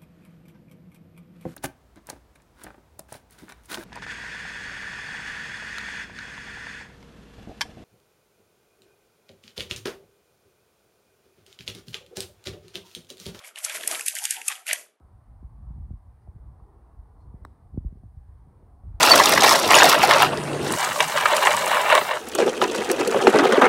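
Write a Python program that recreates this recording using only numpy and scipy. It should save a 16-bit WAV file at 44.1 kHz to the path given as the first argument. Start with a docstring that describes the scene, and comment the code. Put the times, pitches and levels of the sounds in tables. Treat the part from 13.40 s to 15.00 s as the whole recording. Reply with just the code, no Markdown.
"""Handling stiff plastic bags

Large bags are gripped, lifted and turned by hand in a small room. Creases buckle with a sharp
crack while the panel of film beside them pops at a lower pitch. Between these snaps, countless
tiny creases crinkle and the sheets slide and flap with a hollow ring. Late on, a wall knocks twice."""
import sys
import numpy as np
from scipy import signal
from scipy.fft import rfft, irfft, next_fast_len
from scipy.io import wavfile

SR = 44100
rng = np.random.default_rng(int(sys.argv[2]) if len(sys.argv) > 2 else 0)


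def dump_mix(stems):
    """Bounce the given channels to the path in sys.argv[1] as a 16-bit WAV at rate SR."""
    frames = np.atleast_2d(stems).T  # one column per channel
    limited = np.clip(frames, -1, 1)  # hard clip at full scale
    pcm = np.round(limited * 32767).astype(np.int16)
    wavfile.write(sys.argv[1], SR, pcm)


N = 70560


def from_db(db):
    """Decibels to gain."""
    return 10 ** (np.asarray(db) / 20)


def rms_one(x):
    """Scale to rms 1."""
    return x / np.sqrt(np.mean(x ** 2) + 1e-20)


def energy_one(x):
    """Scale to energy 1."""
    return x / np.sqrt(np.sum(x ** 2) + 1e-20)


def colour(x, points):
    """Minimum-phase EQ through (f/Hz, level/dB) points, rolling off beyond both ends."""
    size = next_fast_len(2 * N)
    hz, db = np.transpose(points)
    octave = np.log2(np.maximum(np.fft.rfftfreq(size, 1 / SR), 1))
    beyond = np.abs(octave - np.clip(octave, np.log2(hz[0]), np.log2(hz[-1])))
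    curve_db = np.interp(octave, np.log2(hz), db) - 20 * np.minimum(beyond, 2)
    cepstrum = irfft(np.log(from_db(curve_db)), size)
    cepstrum[1:size // 2] *= 2
    cepstrum[size // 2 + 1:] = 0
    return irfft(rfft(x, size) * np.exp(rfft(cepstrum)), size)[:N]


def resonate(x, hz, *widths_hz):
    """A resonance of the film: one band-pass in series for each width."""
    for width_hz in widths_hz:
        r = np.exp(-np.pi * width_hz / SR)
        x = signal.lfilter([1, 0, -1], [1, -2 * r * np.cos(2 * np.pi * hz / SR), r * r], x + 1e-18)
    return x


def clicks(per_s, spread_db, size):
    """Random clicks: many small, a few large."""
    sizes = from_db(spread_db * np.minimum(rng.exponential(1, size), 4))
    return (rng.random(size) < per_s / SR) * sizes * rng.choice([-1, 1], size)


def crinkle(eq, low_hz, high_hz, per_s, spread_db, q, slide_db, pitches=12):
    """Small creases ring briefly at a spread of pitches over the hiss of sliding film; rms 1."""
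    grains = sum(rms_one(resonate(clicks(per_s / pitches, spread_db, N), hz, hz / q))
                 for hz in np.geomspace(low_hz, high_hz, pitches))
    slide = rms_one(colour(rng.standard_normal(N), eq))
    return rms_one(rms_one(colour(grains, eq)) + from_db(slide_db) * slide)


# EQ curves of the four rustle layers, low to high: f/Hz, level/dB
FLAP_EQ = [(40, -22), (120, -24), (190, -15.5), (320, -6.5), (440, 4), (650, -13)]
SHEET_EQ = [(300, -41.5), (490, 0), (700, -5), (900, 6.5), (1050, 9.5), (1400, 4), (1900, -10)]
PANEL_EQ = [(1100, -37.5), (1560, -3), (2150, -1), (2700, -3), (3300, -2.5), (3900, -8.5), (5500, -12.5)]
CREASE_EQ = [(2500, -44), (4100, -0.5), (5200, -1), (6800, 4.5), (9000, 4.5), (11800, 11.5), (13000, -10)]
# Fader rides of those layers: t/s, flap level/dB, sheet level/dB, panel level/dB, crease level/dB
RUSTLE_FADERS = [(0.027, -71.5, -54.5, -55, -62), (0.046, -71, -49.5, -50, -52),
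                 (0.078, -71, -56, -49.5, -44), (0.136, -69.5, -61.5, -69.5, -73),
                 (0.179, -71, -49, -42, -46), (0.223, -101, -57.5, -62, -49.5), (0.246, -82, -46, -37, -28),
                 (0.275, -81, -46, -42.5, -42.5), (0.302, -95, -46.5, -33.5, -43.5),
                 (0.34, -59, -44.5, -44, -39.5), (0.355, -51.5, -42, -32, -32),
                 (0.389, -53.5, -47.5, -47, -43.5), (0.464, -54, -51, -43.5, -42),
                 (0.525, -47, -36.5, -34, -32.5), (0.653, -63, -53.5, -53.5, -44.5),
                 (0.664, -97, -78, -42.5, -31), (0.683, -85.5, -88.5, -37.5, -31.5),
                 (0.74, -99, -47, -53, -45), (0.76, -103, -51, -36.5, -35),
                 (0.811, -102.5, -56.5, -48.5, -39), (0.852, -103, -46.5, -38, -32),
                 (0.881, -104, -61.5, -45, -44), (0.911, -104, -59, -35.5, -29.5),
                 (0.974, -60.5, -50.5, -44, -44), (1.041, -68, -63.5, -56, -50.5),
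                 (1.081, -80.5, -51.5, -44, -34), (1.12, -90, -39, -32, -44),
                 (1.142, -81.5, -47, -49, -44.5), (1.25, -72, -67.5, -65, -64),
                 (1.281, -101.5, -40.5, -33.5, -31.5), (1.312, -103, -45, -31, -39.5),
                 (1.333, -65.5, -41, -35, -39), (1.418, -63.5, -57.5, -62.5, -49.5),
                 (1.598, -85, -85.5, -88.5, -99)]


def rustle():
    """The bed: four sizes of movement, from the whole bag flapping to the finest creases."""
    times, *faders_db = np.transpose(RUSTLE_FADERS)
    flap = crinkle(FLAP_EQ, 170, 300, per_s=150, spread_db=5.5, q=4.5, slide_db=9)
    sheet = crinkle(SHEET_EQ, 512, 1444, per_s=600, spread_db=3.5, q=15.5, slide_db=-10.5)
    ringing_sheet = hollow_ring(sheet)
    panels = crinkle(PANEL_EQ, 1330, 4160, per_s=900, spread_db=4.5, q=2.83, slide_db=-1.5)
    creases = crinkle(CREASE_EQ, 4600, 10070, per_s=7900, spread_db=4.5, q=22, slide_db=-0.5)
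    gains = [from_db(np.interp(np.arange(N) / SR, times, db)) for db in faders_db]
    return sum(gain * layer for gain, layer in zip(gains, (flap, ringing_sheet, panels, creases)))


def flutter(per_s=30):
    """Quick flexing of the film as a random modulator; spread about 1."""
    return np.interp(np.arange(N) / SR * per_s, np.arange(256), rng.standard_normal(256))


def glide(x, hz, width_hz, step=64):
    """A swept resonance, retuned block by block; rms 1."""
    r = np.exp(-np.pi * width_hz / SR)
    state, out = np.zeros(1, complex), np.zeros(N)
    x = np.diff(x, prepend=0)
    for i in range(0, N, step):
        pole = r * np.exp(2j * np.pi * hz[i] / SR)
        block, state = signal.lfilter([1], [1, -pole], x[i:i + step], zi=state)
        out[i:i + step] = block.imag
    return rms_one(out)


# Pitch path of the hollow ring as the bag changes shape: t/s, lower f/Hz, upper f/Hz
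RING_PATH = [(0.26, 638.5, 1420), (0.37, 645, 1550), (0.56, 629, 1296), (0.7, 678, 1675), (0.79, 716, 1430),
             (0.85, 780, 1300), (0.92, 778, 1570), (1.14, 757, 1222), (1.28, 675, 1470), (1.38, 615, 1567)]


def hollow_ring(sheet, ring_db=1.5, overtone_db=-6.5, waver=0.025, flicker_db=5):
    """The sheet's rustle plus its fitful ring in the bag, at two pitches that waver as the film flexes."""
    times, *paths_hz = np.transpose(RING_PATH)
    t = np.arange(N) / SR
    lower_hz, upper_hz = [np.interp(t, times, hz) * np.exp(waver * flutter()) for hz in paths_hz]
    lower = glide(glide(sheet, lower_hz, width_hz=110), lower_hz, width_hz=300)
    upper = glide(glide(sheet, upper_hz, width_hz=220), upper_hz, width_hz=600)
    lower, upper = [rms_one(ring * from_db(flicker_db * flutter())) for ring in (lower, upper)]
    return rms_one(sheet + from_db(ring_db) * (lower + from_db(overtone_db) * upper))


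LEAD_S = 0.003   # pre-roll ahead of each main jolt


def buckle(slips_db=-1, decay_s=0.0026, swell_s=0.001, size=1400):
    """Small slips swell into one main jolt, then die away as the crease runs on."""
    lead = int(LEAD_S * SR)
    t = (np.arange(size) - lead) / SR
    envelope = np.exp(np.minimum(t / swell_s, -t / decay_s))
    jolt = from_db(slips_db) * energy_one(clicks(per_s=14000, spread_db=1, size=size) * envelope)
    jolt[lead] = 1
    return jolt


def fold_echo(snap, share=0.45, delay_range_s=(0.0004, 0.0014)):
    """A very short bounce off the nearest fold gives each snap a colour of its own."""
    lag = int(rng.uniform(*delay_range_s) * SR)
    echo = np.pad(snap, (lag, 0))[:len(snap)]
    return (snap + share * echo) / np.hypot(1, share)


def place(out, at_s, hit, level_window_s=0.00064):
    """Land a hit's main jolt at at_s; its level is the rms of its energy packed into the window."""
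    start = int((at_s - LEAD_S) * SR)
    out[start:start + len(hit)] += hit * np.sqrt(level_window_s * SR)


# Creases snapping through: t/s, crack level/dB, crack f/Hz, pop level/dB, pop f/Hz
SNAP_CUES = [(0.046, -41, 9350, -35, 2100), (0.1588, -38, 8270.0, -28.5, 2970),
             (0.1778, -57, 9250, -34.0, 3040), (0.1865, -26.5, 9500, -32.5, 2950),
             (0.249, -12, 7850, -32, 2240), (0.297, -25, 6200, -27, 2520), (0.3233, -37, 7000, -31, 2300),
             (0.3599, -28, 9600, -31, 2090), (0.41, -32, 7400, -29.5, 2830),
             (0.4334, -34, 8670.0, -24.5, 3200), (0.437, -32, 9140.0, -22.5, 1700),
             (0.4762, -8, 10200, -24.5, 3040), (0.5129, -16, 7100, -32, 2750),
             (0.5485, -36, 8000, -19.5, 2880), (0.554, -36, 7100, -21, 2270),
             (0.5952, -23.5, 7540, -25, 1810), (0.6096, -21, 9100, -25.5, 2480),
             (0.6629, -15, 10700, -28, 2370), (0.6828, -8.5, 10000, -17, 2860),
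             (0.7525, -19, 7900, -44.5, 2780), (0.7868, -19.5, 7800, -25, 3070),
             (0.84, -19, 6860, -64, 2430), (0.8537, -11.5, 6200, -18, 2750),
             (0.9082, -9.5, 8160, -24.5, 2720), (0.9671, -57, 8240.0, -24.5, 2500),
             (1.0162, -32, 7100, -25, 2310), (1.0818, -8.5, 9500, -25.5, 2770),
             (1.084, -12.5, 8500, -18.5, 2570), (1.1172, -27, 6300, -47, 2440),
             (1.1249, -29.5, 7140, -25, 2550), (1.1547, -38.5, 9940.0, -31, 2840),
             (1.2674, -26.5, 9600, -26.5, 2270), (1.2797, -39.5, 7300, -23.5, 2680),
             (1.2905, -41, 8700, -17.5, 2040), (1.3099, -29, 7560, -16.5, 2470),
             (1.3127, -51.5, 8700, -15, 2034), (1.331, -8.5, 8700, -15, 2180),
             (1.3339, -16.5, 10200, -21.5, 1760)]


def snaps(crack_widths_hz=(7300, 8800), pop_widths_hz=(314, 3600), low_cut_hz=1290):
    """Each snap is a bright crack and the short pop of the panel that flips with it."""
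    out = np.zeros(N + SR)
    for at_s, crack_db, crack_hz, pop_db, pop_hz in SNAP_CUES:
        # creases weaker than -12 dB give way in many slips rather than one jolt
        slips_db = 1.5 + 0.45 * max(-12 - crack_db, 0)
        crack = energy_one(resonate(buckle(slips_db, decay_s=0.0024), crack_hz, *crack_widths_hz))
        pop = energy_one(resonate(buckle(), pop_hz, *pop_widths_hz))
        place(out, at_s, fold_echo(from_db(crack_db) * crack + from_db(pop_db) * pop))
    return signal.sosfilt(signal.butter(6, low_cut_hz, "high", fs=SR, output="sos"), out[:N])


# A whole wall of the bag flipping: t/s, level/dB, f/Hz
KNOCK_CUES = [(1.309, -31.5, 690), (1.329, -26, 660)]


def knocks(widths_hz=(130, 300)):
    """A wall of the bag buckles with a short, hollow knock."""
    out = np.zeros(N + SR)
    for at_s, db, hz in KNOCK_CUES:
        ring = resonate(buckle(), hz, *widths_hz)
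        place(out, at_s, from_db(db) * energy_one(ring))
    return out[:N]


def room_reverb(x, t60_s=0.25, first_echo_s=0.0045, damping_hz=6200):
    """Scattered wall echoes, a little dulled, die away fast."""
    t = np.arange(SR // 2) / SR
    decay = from_db(-60 * t / t60_s) * (t > first_echo_s)
    echoes = clicks(per_s=5000, spread_db=8.3, size=len(t)) * decay
    pole = np.exp(-2 * np.pi * damping_hz / SR)
    response = energy_one(signal.lfilter([1], [1, -pole], echoes))
    return signal.fftconvolve(x, response)[:N]


# EQ curve of the room tone: f/Hz, level/dB
ROOM_TONE_EQ = [(100, -20.5), (320, -28.5), (700, 9), (12000, -23.5)]


def room_tone():
    """Steady background noise, strongest in the mids; rms 1."""
    return rms_one(colour(rng.standard_normal(N), ROOM_TONE_EQ))


def scene(reverb_db=-16.5, room_tone_db=-79):
    """The mono mix: bags up close, the room behind them and its faint tone underneath."""
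    bags = snaps() + knocks() + rustle()
    return (bags + from_db(reverb_db) * room_reverb(bags) + from_db(room_tone_db) * room_tone())[None]


def record(dry, high_cut_hz=12100):
    """A steep high cut on the whole mix."""
    return signal.sosfilt(signal.ellip(8, 0.3, 65, high_cut_hz, fs=SR, output="sos"), dry)


dry = scene()
out = record(dry)
dump_mix(out)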